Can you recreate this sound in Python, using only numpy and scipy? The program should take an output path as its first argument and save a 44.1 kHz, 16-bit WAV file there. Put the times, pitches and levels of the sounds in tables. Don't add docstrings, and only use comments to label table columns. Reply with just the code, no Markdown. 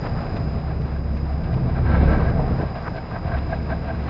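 import sys
import numpy as np
from scipy import signal
from scipy.fft import rfft, irfft, next_fast_len
from scipy.io import wavfile
from scipy.ndimage import uniform_filter1d, map_coordinates

SR = 44100
rng = np.random.default_rng(int(sys.argv[2]) if len(sys.argv) > 2 else 0)


def attenuation_scalar(level_db):
    decades = np.asarray(level_db, float) / 20
    return 10 ** decades


def store_pcm(level_fs):
    pcm = np.round(np.clip(level_fs, -1, 1) * 32767).astype(np.int16)
    wavfile.write(sys.argv[1], SR, np.atleast_2d(pcm).T)


N = 180501

# t/s, second order f/Hz, second order level/dB, first over second order level/dB
GEAR_MESH = [(0, 69.5, -35, -1), (.36, 67.7, -34, -1.5), (.43, 68, -26, -13), (.64, 68, -29.5, -9.5),
             (1.36, 69.3, -23.5, -13), (1.43, 69.2, -37, 5), (1.5, 69, -22, -10.5), (1.65, 70.2, -35, 3.5),
             (1.88, 69.2, -19, -12), (2.12, 69.3, -17.5, -3.5), (2.3, 67.6, -28.5, -6),
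             (2.41, 63.5, -29.5, 4.5), (2.64, 65.3, -29, -12.5), (2.76, 67, -37.5, -4.5),
             (3.2, 70.5, -40, -1), (3.27, 69.4, -25, -11.5), (3.88, 69.3, -31, -10),
             (4.03, 69.3, -28, -14.5)]
# mesh order, level/dB re the first two
UPPER_ORDERS = [(3, -10.5), (4, -12.5), (5, -12.5), (6, -10.5), (7, -15.5), (8, -26), (9, -14)]

# t/s, strain level/dB, bending over twisting level/dB
FRAME_LOAD = [(0, -28.5, 8), (.2, -29, 2.5), (.36, -27, -1.5), (.72, -30.5, -13.5), (.8, -24.5, 9),
              (.94, -33, -4.5), (1.06, -29.5, 1.5), (1.3, -35.5, -6), (1.46, -27.5, -12), (1.54, -21, 4),
              (1.83, -23, 10), (1.92, -24, -3), (2.37, -21.5, 2.5), (2.63, -24, 3.5), (2.71, -35.5, 6.5),
              (3.2, -34, 2), (3.27, -28.5, 9.5), (3.5, -30.5, -2.5)]
# t/s, f/Hz
BEAM_MODE = [(0, 123.5), (1.4, 125.4), (2, 131), (2.6, 138), (2.9, 123.7), (4.1, 124.7)]
# t/s, f/Hz
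WALL_MODE = [(0, 155.7), (1.3, 157.4), (1.6, 169.7), (4.1, 167.4)]
# f/Hz, level/dB per Hz
RUMBLE_SPECTRUM = [(12, -22), (20, -22.5), (54, -5), (81, 0.5), (112, -1), (161, -4), (211, -8), (307, -12),
                   (359, -15), (409, -14.5), (620, -19.5), (810, -53.5), (1360, -120)]

# t/s, pressure level/dB, brightness level/dB
DISC_RUB = [(0, -35, 1), (.22, -32, 0.4), (.48, -36, -0.1), (.8, -37, -1), (1.18, -38, -2), (1.5, -37, -2),
            (1.8, -36, -0.4), (1.93, -28.5, 4.5), (2.08, -26, 4), (2.22, -32, 0.8), (2.42, -32.5, -4.5),
            (2.62, -30.5, 0.5), (2.72, -36.5, -1), (3.18, -37, -1), (3.5, -36.5, 1.5), (3.8, -38, 0.5),
            (4.09, -33, 3)]
# t/s, level/dB, high over low plate level/dB, lean (1 swells and stops, -1 fades)
HOOK_STRIKES = [(.069, -54, 5, -0.27), (.368, -37.5, -18, -0.36), (.551, -42, -26, -0.054),
                (.715, -37, -8, 0.41), (.965, -44.5, 5, 0.083), (1.333, -46, -7, 0.56),
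                (1.444, -57, 11, .1), (1.539, -37, -7, 0.76), (1.7, -32, -20, .8),
                (1.785, -39.5, -10.5, .3), (1.954, -30, 5, 0.035), (2.131, -31, 5.2, -0.77),
                (2.289, -32, 2, 1), (2.402, -33, -30, -0.51), (2.457, -35.5, -23, -.4),
                (2.619, -47.5, 14, 0.36), (2.765, -30, -7, -0.36), (2.882, -50, 15.5, 1),
                (2.988, -32.5, -1.5, 0.93), (3.161, -26, -2.5, 0.44), (3.278, -28.5, -28, -0.24),
                (3.321, -33, 0, 0.23), (3.343, -28, -1.5, -0.22), (3.534, -22.5, -5, 0.12),
                (3.705, -36, 0.3, -0.046), (3.723, -25, -3.5, -0.07), (3.906, -25.5, -4, 0.28),
                (4.083, -40, -5, 0.023)]
# t/s, crunch level/dB, tick over crunch level/dB, lean
TOOTH_BITES = [(.069, -28, -15, 0.41), (.188, -32, -19, 0.48), (.267, -47.5, -1.5, -0.35),
               (.368, -39.5, 1.5, -.2), (.715, -49, -4.5, 0.032), (.82, -53, 2, 0.13), (1.174, -56, 7, .1),
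               (1.333, -62, 9, 0.13), (1.444, -60, 12, 0.0028), (1.545, -42, -2, 0.71),
               (1.785, -45.5, -8, .2), (1.871, -38.5, -25, -0.59), (1.94, -40, -8.5, 0.37),
               (2.131, -36.5, -13.5, -0.62), (2.214, -29.5, -22, 1), (2.302, -36.5, -7, -0.29),
               (2.619, -46, -7.5, 0.45), (2.758, -40, -6, -.2), (2.882, -32.5, -23, .9),
               (2.965, -56, 15, -.3), (2.988, -45, -3, 1), (3.161, -33.5, -20.5, -0.69),
               (3.278, -40.5, -31, -1.5), (3.321, -33, -19.5, -0.25), (3.343, -37.5, -12.5, -0.24),
               (3.389, -33.5, -5.5, 0.91), (3.705, -30.5, -20, 0.034), (3.723, -41, -9.5, -0.092),
               (3.888, -40, -12, 0.15), (4.083, -37, -9.5, -0.22)]
# f/Hz, width/Hz, level/dB
LOW_PLATE_MODES = [(646, 47.6, -6.5), (680.7, 34.5, -1), (769.3, 35.4, -4)]
HIGH_PLATE_MODES = [(1564, 28, 4), (1644, 13, 6), (1200, 7, -6), (2310, 12, -1), (2206, 210, -10.5)]
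# f/Hz, level/dB per Hz
SCRAPE_SPECTRUM = [(300, -39), (450, 0.5), (800, 0), (1100, -1), (1500, -7), (2000, -11), (2600, -48.5)]
DUST_SPECTRUM = [(1500, -37.5), (2000, 2.5), (2600, 1.5), (3100, -7), (3600, -7.5), (4100, -4), (4500, -15),
                 (5600, -26), (6300, -44.5), (7500, -38)]

# t/s, level/dB, centre f/Hz, swell/s (below 0 strikes and fades)
FABRIC_LUMPS = [(.04, -38.5, 1300, 0.014), (.075, -37, 1084, 0.01), (.19, -37, 1200, -0.00077),
                (1.59, -36.5, 693, 0.053), (2.04, -20.5, 404, 0.017), (2.222, -26, 870, -0.006),
                (2.393, -20, 560, -.02), (2.638, -26, 420, .012), (2.46, -24, 406, 0.0045),
                (2.642, -22.5, 470, 0.035), (2.887, -27.5, 1130, 0.022), (2.724, -32, 700, 0.012),
                (2.995, -48, 905, -0.019), (3.109, -31.5, 850, -.015)]

# t/s, roar level/dB
SHAFT_GROAN = [
    (1.75, -48),
    (1.768, -29.5),
    (1.818, -57),
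    (1.938, -26),
    (2.002, -32.5),
    (2.074, -37.5),
    (2.1, -25),
    (2.2, -33),
    (2.4, -36),
]
# f/Hz, level/dB per Hz
ROAR_SPECTRUM = [(300, -31.0), (450, 8.5), (900, -0.5), (1420, -13), (1570, 7.5), (1720, -11.5),
                 (2300, -9), (2800, -33.5)]

# t/s, level/dB
INVERTER_WHINE = [
    (0, -51),
    (.7, -57),
    (1.75, -58.5),
    (2.25, -55),
    (4.09, -56),
]
# rotor orders off the carrier, level/dB
STRONG_LINES = [(-12.5, -74), (-9.5, -70), (-6.5, -65), (-5.5, -74), (-4.5, -69), (-3.5, -75), (-2.5, -69),
                (-1.5, -60), (-0.5, -71), (0.5, -71), (1.5, -67), (3.5, -74), (4.5, -75), (6.5, -71)]
# f/Hz, level/dB per Hz
HISS_SPECTRUM = [(4450, -30), (4750, -7), (4960, 0), (5200, -6), (5500, -24)]

# t/s, level/dB
SEAM_RIPS = [(0.021, -69), (0.371, -70), (0.819, -72), (1.17, -67.5), (1.55, -71.5), (1.95, -76.5),
             (2.11, -73), (2.29, -72.5), (2.56, -71.5), (2.88, -70)]
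# f/Hz, level/dB per Hz
FIBRE_SPECTRUM = [(3000, -31), (4300, 0.5), (4700, 11.5), (5500, 6), (6000, -2.5), (6600, -2), (7300, -8)]

# level/dB at rest, dB per dB of pressure, dB per dB of brightness
RUMBLE_RUB = (-33.5, 0.52, 0)
LOW_RUB, HIGH_RUB = (-41.5, 1.2, -.5), (-48, 1.1, 1.5)
SCRAPE_RUB, DUST_RUB = (-44, 0.89, .3), (-52.5, 0.51, .8)
FIBRE_RUB = (-74, .3, .6)


def unit(x):
    return x / np.sqrt(np.mean(x ** 2) + 1e-20)


def along(points, hz):
    f, v = np.transpose(points)
    return np.interp(np.log(hz + 1), np.log(f + 1), v, left=-120, right=-120)


def curves(rows):
    s, *cols = np.transpose(rows)
    return [np.interp(np.arange(N) / SR, s, c) for c in cols]


def wobble(rate):
    knots = rng.standard_normal(int(N * 200 / SR) + 4)
    return map_coordinates(knots, [np.arange(N) * min(rate, 199) / SR])


def filtered(x, response):
    m = next_fast_len(N + 8192)
    return irfft(rfft(x, m) * response(np.fft.rfftfreq(m, 1 / SR)), m)[:N]


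def coloured(x, spectrum):
    return unit(filtered(x, lambda hz: attenuation_scalar(along(spectrum, hz))))


def rung(x, modes):
    def response(f):
        total = 0
        for k, (centre_hz, width_hz, db) in enumerate(modes):
            damping = 1j * f * width_hz
            total = total + (-1) ** k * attenuation_scalar(db) * damping / (centre_hz ** 2 - f * f + damping)
        return total
    return unit(filtered(x, response))


def grit(rough_db, rate):
    return rng.standard_normal(N) * attenuation_scalar(rough_db * wobble(rate))


def tone(hz, stray_hz, rough_db, rate):
    turn = 2 * np.pi * np.cumsum(hz + stray_hz * wobble(rate)) / SR
    return unit(attenuation_scalar(rough_db * wobble(rate)) * np.sin(turn))


def rubbing(rest_db, by_pressure, by_brightness):
    pressure_db, bright_db = curves(DISC_RUB)
    rub_rest_db = -37
    return rest_db + by_pressure * (pressure_db - rub_rest_db) + by_brightness * bright_db


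def gears():
    hz, second_db, limp_db = curves(GEAR_MESH)
    second_db = second_db - 1.0
    first_db = second_db + limp_db
    turn = np.pi * np.cumsum(hz + 1.28 * wobble(26)) / SR
    second = attenuation_scalar(second_db + 1.8 * wobble(33)) * np.cos(2 * turn)
    first = attenuation_scalar(first_db + 2.0 + 1.7 * wobble(34)) * np.cos(turn)
    load_db = (first_db + second_db) / 2
    sharp_db = load_db + 0.23 * (load_db + 21)
    upper = np.zeros(N)
    for order, db in UPPER_ORDERS:
        upper += attenuation_scalar(db + 2.6 * wobble(22)) * np.cos(order * turn + 0.74 * wobble(12))
    return -np.sqrt(2) * (first + second + attenuation_scalar(sharp_db) * upper)


def frame():
    strain_db, bend_db = curves(FRAME_LOAD)
    strain_rest_db, rumble_by_strain = -30, 0.42
    beam_db = strain_db + bend_db / 2 - 6.5
    wall_db = strain_db - bend_db / 2 - 6.0
    rumble_db = rubbing(*RUMBLE_RUB) + rumble_by_strain * (strain_db - strain_rest_db)
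    beam = attenuation_scalar(beam_db) * tone(*curves(BEAM_MODE), stray_hz=3, rough_db=1.5, rate=25)
    wall = attenuation_scalar(wall_db) * tone(*curves(WALL_MODE), stray_hz=4.75, rough_db=1.0, rate=25)
    brace = attenuation_scalar(rumble_db - 11.0) * tone(230, stray_hz=4, rough_db=5.5, rate=16)
    rumble = attenuation_scalar(rumble_db + 4.5) * coloured(grit(rough_db=1.4, rate=40), RUMBLE_SPECTRUM)
    return beam + wall + brace + rumble


def bites(events, life_s):
    power = np.zeros((2, N + SR))
    t = np.arange(-SR // 8, SR // 8) / SR
    for s, db, high_db, lean in events:
        spread_s = np.array(life_s)[:, None] * np.exp(-1.3 * lean * np.sign(t))
        shape = np.exp(-(np.abs(t) / spread_s) ** 1.3)
        at = round(s * SR) + SR // 4
        power[:, at:at + len(t)] += (attenuation_scalar([[db], [db + high_db]]) * shape) ** 2
    soft = uniform_filter1d(np.sqrt(power), size=90, axis=1)
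    return uniform_filter1d(soft, size=90, axis=1)[:, 3 * SR // 8:][:, :N]


def hum(hz):
    return np.sqrt(2) * np.sin(2 * np.pi * np.cumsum(hz + 0.01096 * hz * wobble(40)) / SR)


def cutters():
    low_db, scrape_db = rubbing(*LOW_RUB), rubbing(*SCRAPE_RUB)
    high_db, dust_db = rubbing(*HIGH_RUB), rubbing(*DUST_RUB)
    low, high = bites(HOOK_STRIKES, [.013, .011])
    crunch, tick = bites(TOOTH_BITES, [.011, .004])
    drag = attenuation_scalar(-14) * bites(HOOK_STRIKES, [.035, .035])[0]
    slip_db = 1.1 * wobble(22.06)

    low_rub = (attenuation_scalar(low_db - 4.5 + slip_db) + drag) * rung(grit(rough_db=1.0, rate=56), LOW_PLATE_MODES)
    high_rub = attenuation_scalar(high_db - 6.5 + slip_db) * rung(grit(rough_db=5.0, rate=50), HIGH_PLATE_MODES)
    low_clang = 0.69 * hum(660) + 0.4 * hum(715) + 0.29 * rung(rng.standard_normal(N), LOW_PLATE_MODES)
    high_clang = 0.39 * hum(1550) + 0.3 * hum(1630)
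    high_clang = high_clang + 0.39 * rung(rng.standard_normal(N), HIGH_PLATE_MODES)
    plates = low_rub + high_rub + low * low_clang + high * high_clang
    plates = filtered(plates, lambda hz: 1 / (1 + (hz / 2900) ** 6))

    scrape_level = attenuation_scalar(scrape_db + 2.0 + slip_db) + 0.58 * crunch + 0.53 * drag
    scrape = scrape_level * coloured(grit(rough_db=0.5, rate=90), SCRAPE_SPECTRUM)
    dust_level = attenuation_scalar(dust_db - 1.24 + slip_db) + 0.69 * tick + 0.13 * drag
    dust = dust_level * coloured(grit(rough_db=0.5, rate=360), DUST_SPECTRUM)
    return plates + scrape + dust


def lumps():
    out, t = np.zeros(N + SR), np.arange(SR // 8) / SR
    hz = np.fft.rfftfreq(len(t), 1 / SR) + 1
    for s, db, centre_hz, swell_s in FABRIC_LUMPS:
        colour = attenuation_scalar(-15 * np.log2(hz / centre_hz) ** 2) + attenuation_scalar(-59)
        noise = rng.standard_normal(len(t))
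        burst = attenuation_scalar(db) * unit(irfft(rfft(noise) * colour, len(t)))
        shape = np.exp(-t / abs(swell_s)) * (1 - np.exp(-t / .0015))
        start = round(s * SR) + SR // 2
        if swell_s > 0:
            start -= len(t)
            shape = shape[::-1]
        out[start:start + len(t)] += burst * shape
    return out[SR // 2:][:N]


def groan():
    s, roar_db = np.transpose(SHAFT_GROAN)
    ring_db = -34.5 + 2.5 * (roar_db + 26)

    def envelope(db):
        level = np.interp(np.arange(N) / SR, s, attenuation_scalar(db), left=0, right=0)
        return uniform_filter1d(level, size=900)

    ring = envelope(ring_db) * tone(1328, stray_hz=14, rough_db=0.0, rate=64)
    roar = envelope(roar_db) * coloured(grit(rough_db=-1.0, rate=70), ROAR_SPECTRUM)
    return 0.78 * ring + 0.63 * roar


def inverter():
    t = np.arange(N) / SR
    carrier_hz, rotor_hz = 5000.6, 24.9
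    comb_db, fall_db_per_order, fade_db = -73, .75, 1.8
    comb = {k + .5: comb_db - fall_db_per_order * abs(k + .5) for k in range(-14, 14)}
    comb.update(dict(STRONG_LINES))
    lines = np.zeros(N)
    for order, db in comb.items():
        level = attenuation_scalar(db + fade_db * wobble(4))
        turns = (carrier_hz + order * rotor_hz) * t + 0.083 * wobble(5) + rng.random()
        lines += level * np.sin(2 * np.pi * turns)
    hiss = attenuation_scalar(-8.5) * coloured(rng.standard_normal(N), HISS_SPECTRUM)
    whine_db = curves(INVERTER_WHINE)[0] - 0.8 * wobble(2.7)
    return attenuation_scalar(whine_db) * unit(unit(lines) + hiss)


def fibres():
    t = np.arange(N) / SR
    rip_s = .025
    rips = sum(attenuation_scalar(db) * np.exp(-np.abs(t - s) / rip_s) for s, db in SEAM_RIPS)
    steady = attenuation_scalar(rubbing(*FIBRE_RUB) + 1.5 * wobble(6))
    return attenuation_scalar(3.5) * (steady + rips) * coloured(grit(rough_db=1.5, rate=130), FIBRE_SPECTRUM)


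def scene():
    mix = gears() + frame() + cutters() + lumps() + groan() + inverter() + fibres()
    return mix[None]


def top_cut(x):
    return signal.sosfilt(signal.butter(12, 7180, fs=SR, output="sos"), x)


def record(dry):
    t = np.arange(N) / SR
    mirror_hz, top_hz = 12000, 7200
    x = dry[0] / (1 + np.abs(dry[0] / .62) ** 4) ** (1 / 4)
    upper = filtered(x, lambda hz: hz > top_hz / 2)
    image = attenuation_scalar(-14.5) * np.cos(2 * np.pi * mirror_hz * t) * upper
    x = filtered(x + image, lambda hz: attenuation_scalar(-.13 * np.clip(hz - top_hz, 0, 800)))
    x = x * np.clip((N + 40 - np.arange(N)) / 200, 0, 1)
    x = x + attenuation_scalar(-101) * rng.standard_normal(N)
    return top_cut(x[None])


dry = scene()
out = record(dry)
store_pcm(out)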